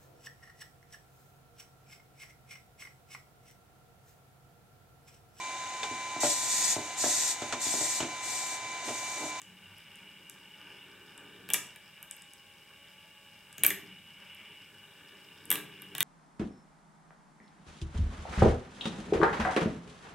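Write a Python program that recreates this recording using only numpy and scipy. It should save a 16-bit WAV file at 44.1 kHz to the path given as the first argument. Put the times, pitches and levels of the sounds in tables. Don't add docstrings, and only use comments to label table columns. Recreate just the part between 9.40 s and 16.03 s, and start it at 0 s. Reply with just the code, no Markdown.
import sys
import numpy as np
from scipy import signal
from scipy.fft import rfft, irfft, next_fast_len
from scipy.io import wavfile
from scipy.ndimage import uniform_filter1d

SR = 44100
rng = np.random.default_rng(int(sys.argv[2]) if len(sys.argv) > 2 else 0)


def wrap_up_sound(samples):
    columns = np.atleast_2d(samples).T
    tamed = np.clip(columns, -1, 1)
    steps = np.round(tamed * 32767).astype(np.int16)
    wavfile.write(sys.argv[1], SR, steps)


N = 292383


def amp(db):
    return 10 ** (np.asarray(db) / 20)


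def unit_power(x):
    return x / np.sqrt(np.mean(x ** 2) + 1e-20)


def hold_power(x):
    return x / np.sqrt(uniform_filter1d(x ** 2, SR // 5) + 1e-20)


def in_time(points):
    return np.interp(np.arange(N) / SR, *np.transpose(points))


def at_hz(points, hz):
    f, value = np.transpose(points)
    return np.interp(np.log(np.maximum(hz, 1)), np.log(f), value)


def colour(x, spectrum):
    hz = np.fft.rfftfreq(len(x), 1 / SR)
    return irfft(rfft(x) * amp(at_hz(spectrum, hz)), len(x))


def noise(spectrum):
    return unit_power(colour(rng.standard_normal(next_fast_len(N)), spectrum)[:N])


def drift(per_s):
    knots = rng.standard_normal(int(per_s * N / SR) + 2)
    return np.interp(np.arange(N) * per_s / SR, np.arange(len(knots)), knots)


def band(x, low_hz, high_hz, order=2):
    return signal.sosfilt(signal.butter(order, [low_hz, high_hz], "band", fs=SR, output="sos"), x)


def resonate(x, modes):
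    out = 0
    for k, (hz, width, db) in enumerate(modes):
        r = np.exp(-np.pi * width / SR)
        poles = [1, -2 * r * np.cos(2 * np.pi * hz / SR), r * r]
        out = out + (-1) ** k * amp(db) * signal.lfilter([1, 0, -1], poles, x) * (1 - r * r) / 2
    return out


def add(track, s, sound):
    at = min(round(s * SR), N - 1)
    track[at:at + len(sound)] += sound[:N - at]


def contact(touch_s, size=8192):
    return rng.standard_normal(size) * (np.exp(-np.arange(size) / SR / touch_s) + 1e-12)


def struck(modes, low_hz, high_hz, touch_s):
    ring = band(resonate(contact(touch_s), modes), low_hz, high_hz, order=3)
    return ring / np.sqrt(np.sum(ring ** 2) / (.02 * SR))


# t/s, relative level/dB
RATTLE_LEVEL = [(0.0, -58.5), (0.63, -53), (0.98, -57), (1.29, -52), (1.6, -57.5), (2.75, -56.5),
                (3.05, -59.5), (3.4, -57), (4.06, -57.5), (4.3, -53), (4.73, -56), (4.99, -50.5),
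                (5.48, -58), (6.08, -57), (6.3, -54.5), (6.63, -51.5)]
# t/s, speed/(turns per s)
MOTOR_SPEED = [(0, 157.5), (2.6, 159.5), (2.85, 156.3), (3.3, 156.1), (3.45, 162), (3.68, 164),
               (4.0, 156.5), (4.5, 155.5), (5.7, 158.5), (6.63, 156)]
# f/Hz, width/Hz, gain/dB
TOWER_MODES = [(557, 49, -14.5), (848, 45, -13), (940, 54, -13), (1195, 68, -13), (1496, 105, -8.5),
               (1770, 121, -8.5), (2274, 140, -5), (2372, 190, -2), (2800, 120, 2.5), (2891, 107, 5),
               (3240, 110, -5.5)]
# multiple of the motor speed, relative level/dB
GEAR_WHINE = [(1, -90), (3.5, -76.5), (3.96, -81.5), (5.27, -73), (7.04, -75.5), (10.2, -74.5), (14.5, -76),
              (18, -90.5)]


def motor(rattle_db=-1.5, whine_db=-6.0, uneven_db=2.5, slap_s=.0011, jitter_s=.00003, flutter=.00297):
    speed = in_time(MOTOR_SPEED)
    turns = np.cumsum(speed * (1 + flutter * drift(per_s=20))) / SR
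    turn = turns.astype(int)
    strength = amp(uneven_db * np.clip(rng.standard_normal(N), -2, 1))[turn]
    since_s = (turns % 1 - .5) / speed - jitter_s * rng.standard_normal(N)[turn]
    knock = .85 * np.maximum(1 - np.abs(since_s) * SR / 2, 0)
    slap = (since_s > 0) * np.exp(-np.abs(since_s) / slap_s)
    shake = strength * knock + (strength * slap + .46) * rng.standard_normal(N)
    housing = 0
    for hz, width, db in TOWER_MODES:
        ring = resonate(shake, [(hz, 2 * width, 0)])
        housing += resonate(ring, [(hz, 2 * width, db)])
    level_db = in_time(RATTLE_LEVEL) + rattle_db + drift(per_s=24)
    rattle = unit_power(band(housing, 300, 3900, order=3)) * amp(level_db)
    whine = sum(np.sqrt(2) * amp(db + drift(per_s=8.7)) * np.sin(2 * np.pi * multiple * turns)
                for multiple, db in GEAR_WHINE)
    t = np.arange(N) / SR
    singing_db = 6 * np.clip(.5 + np.minimum(t - 2.65, 3.98 - t) / .2, 0, 1)
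    return rattle, amp(singing_db + whine_db) * whine


def chain(per_s=55.0, link_db=-56.0, spread_db=4.0, link_hz=5400, width_hz=1100, skirt_db=-17.5):
    onsets = rng.random(N) < per_s / SR
    sizes = amp(link_db + spread_db * np.clip(rng.standard_normal(N), -2, 2))
    touch = contact(touch_s=.0004)
    link = band(resonate(touch, [(link_hz, width_hz, 0)]) + amp(skirt_db) * touch, 4000, 11000)
    return signal.fftconvolve(onsets * sizes, link / np.abs(link).max())[:N]


# t/s, relative level/dB
MARBLE_RUNS = [(-0.29, 3.5), (4.18, 2.5), (6.052, 0)]
# t/s into the run, extra level/dB
ROUGH_SPOTS = [(0.92, 8), (1.11, 7.5), (1.59, 4.5)]


def roll_levels(run_s=2.48, fastest_s=2.36, drop_s=.091, bump_s=.031):
    frame, hum, scrape = amp([-64, -79, -62]) ** 2
    for s, db in MARBLE_RUNS:
        age = np.clip(np.arange(N) / SR - s, 0, run_s)
        bump_db = sum(extra * np.exp(-((age - at) / bump_s) ** 2) for at, extra in ROUGH_SPOTS)
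        power = (age > 0) * (age < run_s) * amp(db + bump_db) ** 2
        speed_db = np.minimum(10.5 * (age - fastest_s), 76.5 * (fastest_s - age))
        ends_db = np.maximum(-49.5 - 25 * age, -52.5 - 25 * (run_s - age))
        drop_db = -49 - 119 * np.abs(age - drop_s)
        frame = frame + power * (amp(ends_db) ** 2 + amp(-69) ** 2)
        hum = hum + power * (amp(-62.5 + speed_db) ** 2 + amp(drop_db) ** 2)
        scrape = scrape + power * amp(-59.5 + .45 * speed_db) ** 2
    return 10 * np.log10([frame, hum, scrape])


# f/Hz, width/Hz, gain/dB
FRAME_MODES = [(88, 25, -10), (118, 16, -3), (157, 20, -4), (185, 10, 5), (215, 40, -6)]
RAIL_MODES = [(295, 45, -3), (362, 14, -1), (398, 14, 4), (480, 50, -12)]


def rolling(frame_db=-9.0, rails_db=-3.0, scrape_db=-6.0, bumpy_db=3.0):
    rumble, hum, scrape = roll_levels()
    grain = rng.standard_normal((3, N)) * amp(bumpy_db * drift(per_s=23))
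    frame = hold_power(band(resonate(grain[0], FRAME_MODES), 65, 300))
    rails = hold_power(band(resonate(grain[1], RAIL_MODES), 160, 630))
    grit = unit_power(band(resonate(grain[2], TOWER_MODES), 540, 1750, order=3))
    return frame * amp(rumble + frame_db) + rails * amp(hum + rails_db) + grit * amp(scrape + scrape_db)


# f/Hz, width/Hz, gain/dB
PLASTIC_MODES = [(895, 85, -9), (1167, 81, -7), (1636, 110, 0), (1930, 89, -4.5), (2314, 95, 1.5),
                 (2790, 89, 2.5), (2990, 230, -1), (3640, 380, -2)]


def rail_seams(per_s=28.0, seam_db=-10.0, spread_db=2.0):
    scrape_db = roll_levels()[2]
    sizes = amp(spread_db * np.clip(rng.standard_normal(N), -2, 2))
    bumps = (rng.random(N) < per_s / SR) * sizes * amp(scrape_db + seam_db)
    return signal.fftconvolve(bumps, struck(PLASTIC_MODES, 650, 3900, touch_s=.0031))[:N]


# f/Hz, level/dB
WHISTLE_TONES = [(3895, -84), (15625, -89)]


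def whistles():
    t = np.arange(N) / SR
    return sum(np.sqrt(2) * amp(db) * np.sin(2 * np.pi * hz * t) for hz, db in WHISTLE_TONES)


# f/Hz, relative density/dB
HISS_SPECTRUM = [(2240, -15), (3800, 1.5), (4230, -12), (4980, -3.5), (6890, -9), (7920, -1.5), (8560, -6),
                 (10700, -6), (11700, -11.5), (13000, -3.5), (13600, -12.5), (14200, -22.5), (16000, -14)]
AIR_SPECTRUM = [(20, -24), (45, -5), (90, 0.5), (200, -2), (400, -3), (1000, -18), (4000, -21)]


def room_tone(hiss_db=-68.5, air_db=-68.5):
    return amp(hiss_db) * noise(HISS_SPECTRUM) + amp(air_db) * noise(AIR_SPECTRUM)


# f/Hz, t60/s
ROOM_DECAY = [(100, .7), (200, .65), (500, .46), (2500, .43), (7000, .3), (14000, .245)]
# f/Hz, gain/dB
ECHO_GAIN = [(100, -0.5), (300, 1), (1000, -1), (2800, -6), (4500, -5), (8000, -7.5), (12000, -13.5),
             (16000, -11.5)]


def room_echo(gap_s=.0062, build_s=.00066, bands=16):
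    t, out = np.arange(SR) / SR, 0
    edges = np.geomspace(60, 18000, bands + 1)
    onset = 1 - np.exp(-np.maximum(t - gap_s, 0) / build_s)
    for low, high in zip(edges, edges[1:]):
        hz = np.sqrt(low * high)
        decay = amp(-60 * t / at_hz(ROOM_DECAY, hz))
        tail = band(rng.standard_normal(SR), low, high) * onset * decay
        to_unit_gain = np.sqrt(2 * (high - low) / SR / np.sum(tail ** 2))
        out = out + tail * to_unit_gain * amp(at_hz(ECHO_GAIN, hz))
    return out


# t/s, peak level/dB, f/Hz
QUEUE_TICKS = [(0.0166, -31.5, 7700), (0.382, -41.5, 12200), (0.5563, -39, 7560), (0.897, -31.5, 8500),
               (1.7777, -35.5, 7900), (2.2682, -39, 7050), (2.6275, -30, 13500), (2.7105, -26, 8500),
               (2.7655, -39, 12000), (2.8207, -36, 8400), (2.9348, -39, 8450), (4.128, -36, 8570),
               (4.9477, -40.5, 13200), (6.0544, -35.5, 10600), (6.4196, -29, 13300)]


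def ticks(width_hz=2600, skirt_db=-33.5, tray_db=-28.0, lag_s=.0004):
    out = np.zeros(N)
    for s, peak_db, hz in QUEUE_TICKS:
        touch = contact(touch_s=.00077)
        tick = band(resonate(touch, [(hz, width_hz, 0)]) + amp(skirt_db) * touch, 6100, 12700)
        tray = amp(tray_db) * struck(PLASTIC_MODES, 650, 3600, touch_s=.003)
        add(out, s + lag_s, amp(peak_db) * (tick / np.abs(tick).max() + tray))
    return out


# t/s, relative level/dB, hardness (extra ring)/dB, ring f/Hz
LANDINGS = [(2.0888, -43.5, -9, 9600), (2.1016, -34.5, -1, 11300), (2.1343, -36, 19, 9100),
            (2.1417, -28.5, 2, 10400), (2.36, -50.5, -29, 9800), (4.1811, -47, 4, 8900),
            (4.2346, -29, 14, 13000), (4.2469, -26.5, 0, 8600), (4.2639, -37.5, 25.5, 13300),
            (4.3038, -34.5, 5.5, 10490), (6.1028, -32, 12.5, 11900), (6.1138, -29, 9, 10300),
            (6.1255, -38.5, 15, 12700), (6.1551, -36, -0.5, 10300), (6.5505, -37.5, -5, 7970),
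            (6.5812, -39, 5, 10800), (6.6052, -26.5, 1.5, 11300), (6.6274, -32, 7, 10100)]
# f/Hz, gain/dB
CRACK_SPECTRUM = [(300, -23), (1400, -9.5), (3400, 5.5), (4500, -9), (7500, -3), (16000, -0.5)]
# f/Hz, width/Hz, gain/dB
THUD_MODES = [(125, 19, 0.5), (190.5, 17, 5), (301, 50, -5), (397, 30, -1), (580, 180, -7.5)]
GLASS_LOW_MODES = [(5400, 296, -11), (6850, 610, 6.5), (7860, 360, 5.5), (9200, 870, -0.5)]
GLASS_HIGH_MODES = [(11230, 240, 5.5), (12170, 600, 4), (13410, 520, 0), (15330, 1100, -18.5)]


def clacks(crack_db=16.0, thud_db=-31.0, knock_db=-5.0, glass_db=-8.5, focus_db=32.5, lag_s=.0005):
    out = np.zeros(N)
    for s, db, hardness_db, ring_hz in LANDINGS:
        crack = band(colour(contact(touch_s=.00067), CRACK_SPECTRUM), 300, 18000)
        fade = np.hanning(2 * len(crack))[len(crack):]
        glass = [(hz, width, gain - focus_db * np.log2(hz / ring_hz) ** 2)
                 for hz, width, gain in GLASS_LOW_MODES + GLASS_HIGH_MODES]
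        blow = amp(db + crack_db) * fade * crack / np.abs(crack).max()
        blow += amp(.63 * db + thud_db) * struck(THUD_MODES, 41, 870, touch_s=.002)
        blow += amp(db + knock_db) * struck(PLASTIC_MODES, 663, 3400, touch_s=.0036)
        blow += amp(db + hardness_db + glass_db) * struck(glass, 5400, 16000, touch_s=.0017)
        add(out, s + lag_s, chatter(blow))
    return out


def chatter(blow, spread_s=.016, chatter_db=-14.5, count=4):
    out = np.zeros(N)
    add(out, 0, blow)
    for late, sign in zip(rng.uniform(.076, 1.7, count), rng.choice([-1, 1], count)):
        add(out, late * spread_s, sign * amp(chatter_db) * np.exp(-late / 2) * blow)
    return out[:2 * len(blow)]


# f/Hz, width/Hz, gain/dB
FLAP_MODES = [(1830, 80, 0), (2100, 120, -4)]


def flap(at_s=4.3045, level_db=-36):
    out = np.zeros(N)
    add(out, at_s, amp(level_db) * struck(FLAP_MODES, 930, 4000, touch_s=.00021))
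    return out


# f/Hz, gain/dB
SIDE_GAIN = [(60, -10), (250, -11.5), (500, -4), (1100, -8), (2800, -20.5), (4500, 2.5), (6500, -1.5),
             (9000, -8.5), (14000, -4.5)]
# f/Hz, relative density/dB
SIDE_HISS_SPECTRUM = [(2060, -29.5), (3500, 5.5), (4510, -4), (5860, -13.5), (7750, -11), (8690, -19.5),
                      (15100, -18), (16000, -16.5)]


def scene(left_db=.31, side_hiss_db=-75.0):
    rattle, whine = motor()
    toy = rattle + chain() + rolling() + rail_seams() + clacks() + flap() + ticks()
    mid_echo, side_echo = [signal.fftconvolve(toy, room_echo())[:N] for _ in range(2)]
    mid = toy + mid_echo + whine + whistles() + room_tone()
    side = colour(side_echo + room_tone(), SIDE_GAIN) + amp(side_hiss_db) * noise(SIDE_HISS_SPECTRUM)
    return np.array([mid * amp(left_db) + side, mid * amp(-left_db) - side])


def record(dry):
    return signal.sosfilt(signal.ellip(10, .2, 80, 16000, fs=SR, output="sos"), dry)


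dry = scene()
out = record(dry)
wrap_up_sound(out)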